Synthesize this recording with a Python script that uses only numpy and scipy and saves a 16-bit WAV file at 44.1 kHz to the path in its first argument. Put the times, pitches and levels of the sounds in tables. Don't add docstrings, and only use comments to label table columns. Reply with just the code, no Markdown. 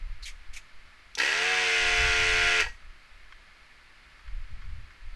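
import sys
import numpy as np
from scipy import signal
from scipy.fft import rfft, irfft, next_fast_len
from scipy.io import wavfile
from scipy.ndimage import uniform_filter1d, map_coordinates

SR = 44100
rng = np.random.default_rng(int(sys.argv[2]) if len(sys.argv) > 2 else 0)


def pcm_store(signal):
    levels = np.round(np.clip(np.atleast_2d(signal), -1, 1) * 32767)
    wavfile.write(sys.argv[1], SR, levels.astype(np.int16).T)


N = 227203
TIME_S = np.arange(N) / SR
ON_S, SEAL_S, OFF_S = 1.174, 1.45, 2.614
SINCE_ON_S, SINCE_OFF_S = np.maximum(TIME_S - ON_S, 0), np.maximum(TIME_S - OFF_S, 0)

# frequency in Hz, width in Hz, gain in dB.
CASE_MODES = [(472, 59, -14.5), (752, 11.4, -6), (935, 103, -11.5), (1368, 43, -1.5), (1632, 97, 1.5),
              (1924, 64, 5), (2210, 140, -3.5), (2578, 93, 2.5), (2940, 150, -11.5), (3120, 60, -7.5),
              (4510, 230, -12), (4910, 133, -16), (5800, 230, -21)]
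# frequency in Hz, width in Hz, gain in dB.
CAN_MODES = [(1561, 12, -15), (1663, 8, -15), (1906, 9.5, 0), (1935, 14, -6), (1997, 8, -7),
             (2649, 10, -15)]
# frequency in Hz, relative density in dB.
PLASTIC_SPECTRUM = [(300, -3), (1300, -13), (2700, 11), (5500, 12), (8000, -4), (9500, -49), (12000, -45)]


def amp(db):
    return 10 ** (np.asarray(db) / 20)


def unit(x):
    return x / np.sqrt(np.mean(x ** 2) + 1e-20)


def along(points, hz):
    point_hz, values = np.transpose(points)
    return np.interp(np.log(hz + 1), np.log(point_hz + 1), values)


def wobble(rate_hz):
    return map_coordinates(rng.standard_normal(int(N * rate_hz / SR) + 4), [TIME_S * rate_hz])


def filtered(x, response):
    size = next_fast_len(N + SR // 2)
    return irfft(rfft(x, size) * response(np.fft.rfftfreq(size, 1 / SR)), size)[:N]


def noise(spectrum):
    return unit(filtered(rng.standard_normal(N), lambda hz: amp(along(spectrum, hz))))


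def ring(x, modes):
    def response(hz):
        return sum((-1) ** k * amp(db) * 1j * hz * width / (centre ** 2 - hz ** 2 + 1j * hz * width)
                   for k, (centre, width, db) in enumerate(modes))
    return filtered(x, response)


def mode_noise(modes):
    return unit(ring(rng.standard_normal(N), modes))


def decay(start_s, t60_s):
    age_s = TIME_S - start_s
    return (age_s >= 0) * amp(-60 * np.abs(age_s) / t60_s)


def ramp(start_s, rise_s):
    return np.clip((TIME_S - start_s) / rise_s, 0, 1)


def background(hiss_db=-57, fan_db=-63, whistle_hz=9890, whistle_db=-86):
    # frequency in Hz, relative density in dB.
    hiss_spectrum = [(35, -40), (60, 16.5), (91, 1), (331, -5.5), (395, -4), (422, -8.5), (658, -3.5),
                     (719, -6), (1280, 2), (1400, 2.5), (2180, 3.5), (3470, -5), (4730, -7.5),
                     (5770, -16.5), (12000, -26.5), (15600, -60), (22000, -120)]
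    # frequency in Hz, width in Hz, gain in dB.
    fan_modes = [(1308, 45, -3), (1729, 23, 5.5), (2156, 107, 1.5), (2520, 65, -6), (4260, 680, -13)]
    whistle = amp(whistle_db) * np.sin(2 * np.pi * whistle_hz * TIME_S)
    return amp(hiss_db) * noise(hiss_spectrum) + amp(fan_db) * mode_noise(fan_modes) + whistle


def room(x):
    # frequency in Hz, T60 in seconds.
    reverb_times = [(200, 0.2), (2000, 0.19), (10000, 0.36)]
    hz, age_s, bins = signal.stft(rng.standard_normal(SR // 2), SR, nperseg=256)
    tail = signal.istft(bins * amp(-60 * age_s / along(reverb_times, hz)[:, None]), SR, nperseg=256)[1]
    return signal.fftconvolve(x, np.pad(tail, (SR // 300, 0)) / np.linalg.norm(tail))[:N]


def gust(start_s, hold_s, attack_s=.045, release_s=.052):
    age_s = TIME_S - start_s
    return ramp(start_s - attack_s, attack_s) ** 2 * np.exp(-np.maximum(age_s - hold_s, 0) / release_s)


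def buffeting(draught_db=-57.5):
    # frequency in Hz, relative density in dB.
    coarse_spectrum = [(5, 8.5), (14, 0.5), (28, 5.5), (55, -10.5), (100, -35), (160, -53), (300, -59),
                       (700, -93)]
    fine_spectrum = [(30, -2.5), (70, 2.5), (110, -8.5), (160, -18), (260, -33), (600, -68)]
    # start in seconds, hold in seconds, coarse level in dB, fine level in dB.
    gusts = [(0, 0.14, -33.5, -51), (0.224, 0.15, -41, -62), (0.495, 0.03, -34, -64),
             (0.754, .03, -42, -66), (1.809, 0.72, -36.5, -49), (1.995, 0.09, -50, -34.5),
             (2.177, 0.29, -48, -41), (2.607, 0.06, -36, -45), (2.839, 0.062, -43.5, -69),
             (3.12, 0.23, -50, -72), (4.28, .14, -32.5, -51), (4.513, 0.073, -37, -44),
             (4.655, 0.14, -36, -43), (5.034, 0.12, -36, -54.5)]
    eddies = noise(coarse_spectrum)
    local_power = np.abs(uniform_filter1d(eddies ** 2, size=SR // 10)) + 1e-6
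    coarse_power, fine_power = sum(np.outer(amp([coarse_db, fine_db]), gust(start_s, hold_s)) ** 2
                                   for start_s, hold_s, coarse_db, fine_db in gusts)
    coarse = np.sqrt(coarse_power + amp(draught_db) ** 2) * unit(eddies / np.sqrt(local_power))
    fine = np.sqrt(fine_power) * noise(fine_spectrum)
    return (coarse + fine) * signal.windows.tukey(N, .008)


def flux(gain_db=-4, spray_width_hz=300):
    # frequency in Hz, relative density in dB.
    steam_spectrum = [(700, -32), (1400, -11), (2200, 8.5), (3200, 0.5), (5000, -1.5), (6500, 3),
                      (8500, -6), (10000, -9.5), (12000, -13)]
    # start in seconds, relative level in dB, spray in Hz, rise in seconds, spray/steam in dB.
    spits = [(0.223, -49, 4260, 0.013, 9), (0.253, -37.5, 3240, .012, -4),
             (0.278, -46.5, 2210, 0.0081, 3.5), (0.531, -42.5, 2460, 0.013, -12),
             (0.562, -41.5, 2300, 0.0081, 1)]
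    steam, out = noise(steam_spectrum), np.zeros(N)
    for start_s, db, spray_hz, rise_s, spray_db in spits:
        progress = np.maximum(TIME_S - start_s, 0) / rise_s
        spray = amp(spray_db) * mode_noise([(spray_hz, spray_width_hz, 0)])
        out += amp(db + gain_db) * progress * np.exp(1 - progress) * (steam + spray)
    return out


def nozzle(plastic_db=-13):
    # start in seconds, level in dB, rise in seconds, T60 in seconds.
    taps = [(3.323, -42, .001, .04), (4.191, -47, .003, .05), (4.276, -45, .004, .06),
            (4.612, -50, .008, .12), (4.903, -48.5, .006, .09)]
    # frequency in Hz, width in Hz, gain in dB.
    board_modes = [(1085, 130, 7), (1500, 250, 9), (2130, 270, 7), (3200, 190, 2)]
    touch = sum(amp(db) * ramp(start_s, rise_s) * decay(start_s, t60_s)
                for start_s, db, rise_s, t60_s in taps)
    return (mode_noise(board_modes) + amp(plastic_db) * noise(PLASTIC_SPECTRUM)) * touch


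def grip_clacks(gain_db=-1, t60_s=.029, width_hz=500):
    # start in seconds, relative level in dB, ring in Hz.
    clacks = [(1.1521, -32.5, 5500), (1.181, -33, 4560), (1.187, -27, 4800), (1.2, -32.5, 4400),
              (2.606, -27.5, 6250)]
    crack = noise(PLASTIC_SPECTRUM)
    return sum(amp(db + gain_db) * decay(start_s, t60_s) * (crack + mode_noise([(hz, width_hz, 0)]))
               for start_s, db, hz in clacks)


def lag(spin_up_s=.15):
    return np.exp(-SINCE_ON_S / spin_up_s)


def vacuum(half_s=.21):
    progress = np.maximum(TIME_S - SEAL_S, 0) / half_s
    return progress ** 2 / (1 + progress ** 2)


def drive(rise_s=.026, fall_db_per_s=450):
    return ramp(ON_S, rise_s) * amp(-fall_db_per_s * SINCE_OFF_S)


def shaft(start_hz=49, free_hz=99, sag_hz=11.75, coast_s=.07, rest_turns=.45):
    speed_hz = free_hz - (free_hz - start_hz) * lag() - sag_hz * vacuum()
    return rest_turns + np.cumsum(speed_hz * (TIME_S >= ON_S) * np.exp(-SINCE_OFF_S / coast_s)) / SR


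def pump_air(turns, exhaust_db=-32, vacuum_db=1.6, puff_db=2, intake_db=-55.5, intake_hz=11000):
    # frequency in Hz, relative density in dB.
    exhaust_spectrum = [(150, -26), (400, -26), (1200, -11.5), (1600, -2), (2700, 2.5), (3700, -4.5),
                        (6200, -7.5), (7000, -14), (8300, -15.5), (8900, -25), (9400, -18), (10200, -34),
                        (11500, -29), (13000, -53)]
    exhaust = amp(exhaust_db + vacuum_db * vacuum()) * noise(exhaust_spectrum)
    intake = amp(intake_db) * mode_noise([(intake_hz, 900, 0)]) * (1 - ramp(ON_S, rise_s=.2))
    return drive() * amp(puff_db * np.cos(2 * np.pi * turns)) * (exhaust + intake)


def pump_strokes(turns, rise_s=.0018, fade_db=.65, detune=.002):
    # start in seconds, knock in dB, can in dB, thud in dB.
    starting = [(start_s, -21 - fade_db * k, -38 - fade_db * k, -39 - fade_db * k)
                for k, start_s in enumerate(np.interp(np.arange(15) + 1.8, turns, TIME_S))]
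    stalling = [(OFF_S + .008 + .0175 * k + .0015 * k ** 2, -22.5 - 2 * k ** 2, -37 - 2 * k ** 2, -38)
                for k in range(3)]
    # frequency in Hz, width in Hz, gain in dB.
    thud_modes = [(474, 46, -4.5), (937, 29, 0.5)]
    case, thud = mode_noise(CASE_MODES), mode_noise(thud_modes)
    out = amp(-39) * decay(ON_S, t60_s=.18) * (case + thud)
    for start_s, knock_db, can_db, thud_db in starting + stalling:
        age_s = np.maximum(TIME_S - start_s, 0)
        can = sum(amp(db) * np.exp(-np.pi * width_hz * age_s)
                  * np.sin(2 * np.pi * hz * rng.normal(1, detune) * age_s)
                  for hz, width_hz, db in CAN_MODES)
        knock = amp(knock_db) * decay(start_s, t60_s=.041) * case
        knock += amp(thud_db) * decay(start_s, t60_s=.053) * thud
        out += ramp(start_s, rise_s) * knock + amp(can_db) * can
    return out


def crank_slack(run_db=-39, lag_db=10, release_db=6, release_s=.025):
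    return amp(run_db + lag_db * lag() + release_db * ramp(OFF_S - release_s, release_s))


def pump_rattle(turns, per_turn=5, jitter_s=.0005, spread_db=3, accent_db=3, slow_db=5, can_db=2):
    knock_turns = np.arange(per_turn, int(turns[-1]) * per_turn) / per_turn
    times_s = np.interp(knock_turns, turns, TIME_S) + jitter_s * rng.standard_normal(len(knock_turns))
    stroke = np.cos(2 * np.pi * knock_turns)
    sizes_db = spread_db * rng.standard_normal(len(knock_turns)) + accent_db * stroke
    sizes_db += slow_db * np.interp(times_s, TIME_S, lag()) * (stroke - 1)
    samples = np.clip(times_s * SR, 0, N - 1).astype(int)
    hits = unit(np.bincount(samples, amp(sizes_db), N)) * drive()
    rattle = ring(hits, CASE_MODES) + amp(can_db) * ring(hits, CAN_MODES)
    case_gain = np.std(ring(rng.standard_normal(N), CASE_MODES))
    return crank_slack() * rattle / case_gain


def shaft_partials(turns, orders, waver_db, flutter_rad):
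    return unit(sum(amp(db + waver_db * wobble(9.19))
                    * np.sin(2 * np.pi * (order * turns + rng.random()) + flutter_rad * wobble(45))
                    for order, db in orders))


def pump_tones(turns, panel_hz=1290, extra_fall_db_per_s=500):
    # multiple of the shaft rate, relative level in dB.
    hum_orders = [(1, -17), (2, -21), (3, -20), (4, -9.5), (5, 0), (6, -11.5), (7, -11.5), (8, -2),
                  (9, -14), (10, -11), (11, -9.5), (12, -8), (13, -8), (14, -14), (15, -9)]
    whine_orders = [(16, -1.5), (17, -4.5), (18, -5), (19, -5), (20, -11), (22, -6), (23, 1), (24, -5),
                    (25, -2), (26, -13), (27, -4), (28, -1), (29, -9), (30, -6), (31, -11), (32, -11),
                    (33, -10), (34, -7), (37, -13), (38, -14), (39, -10)]
    hum = shaft_partials(turns, hum_orders, waver_db=2.04, flutter_rad=.021)
    whine = shaft_partials(turns, whine_orders, waver_db=1.8, flutter_rad=.13)
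    whine = filtered(whine, lambda hz: 1 - 1 / (1 + (hz / panel_hz) ** 40))
    hum_db = -37.6 - 15 * lag() - 2.3 * vacuum()
    whine_db = -32.7 - 12 * lag() + 3.4 * vacuum()
    envelope = drive() * amp(-extra_fall_db_per_s * SINCE_OFF_S)
    return envelope * (amp(hum_db) * hum + amp(whine_db) * whine)


def scene():
    turns = shaft()
    tones = pump_tones(turns)
    clatter = pump_rattle(turns) + pump_air(turns) + pump_strokes(turns)
    contacts, spits = grip_clacks() + nozzle(), flux()
    echo = room(amp(-8) * clatter + amp(-15) * tones + amp(-10) * contacts + amp(-16) * spits)
    return (tones + clatter + contacts + spits + echo + buffeting() + background())[None]


def record(dry):
    top_hz = 11900
    return filtered(dry[0], lambda hz: 1 / np.sqrt(1 + (hz / top_hz) ** 200))[None]


dry = scene()
out = record(dry)
pcm_store(out)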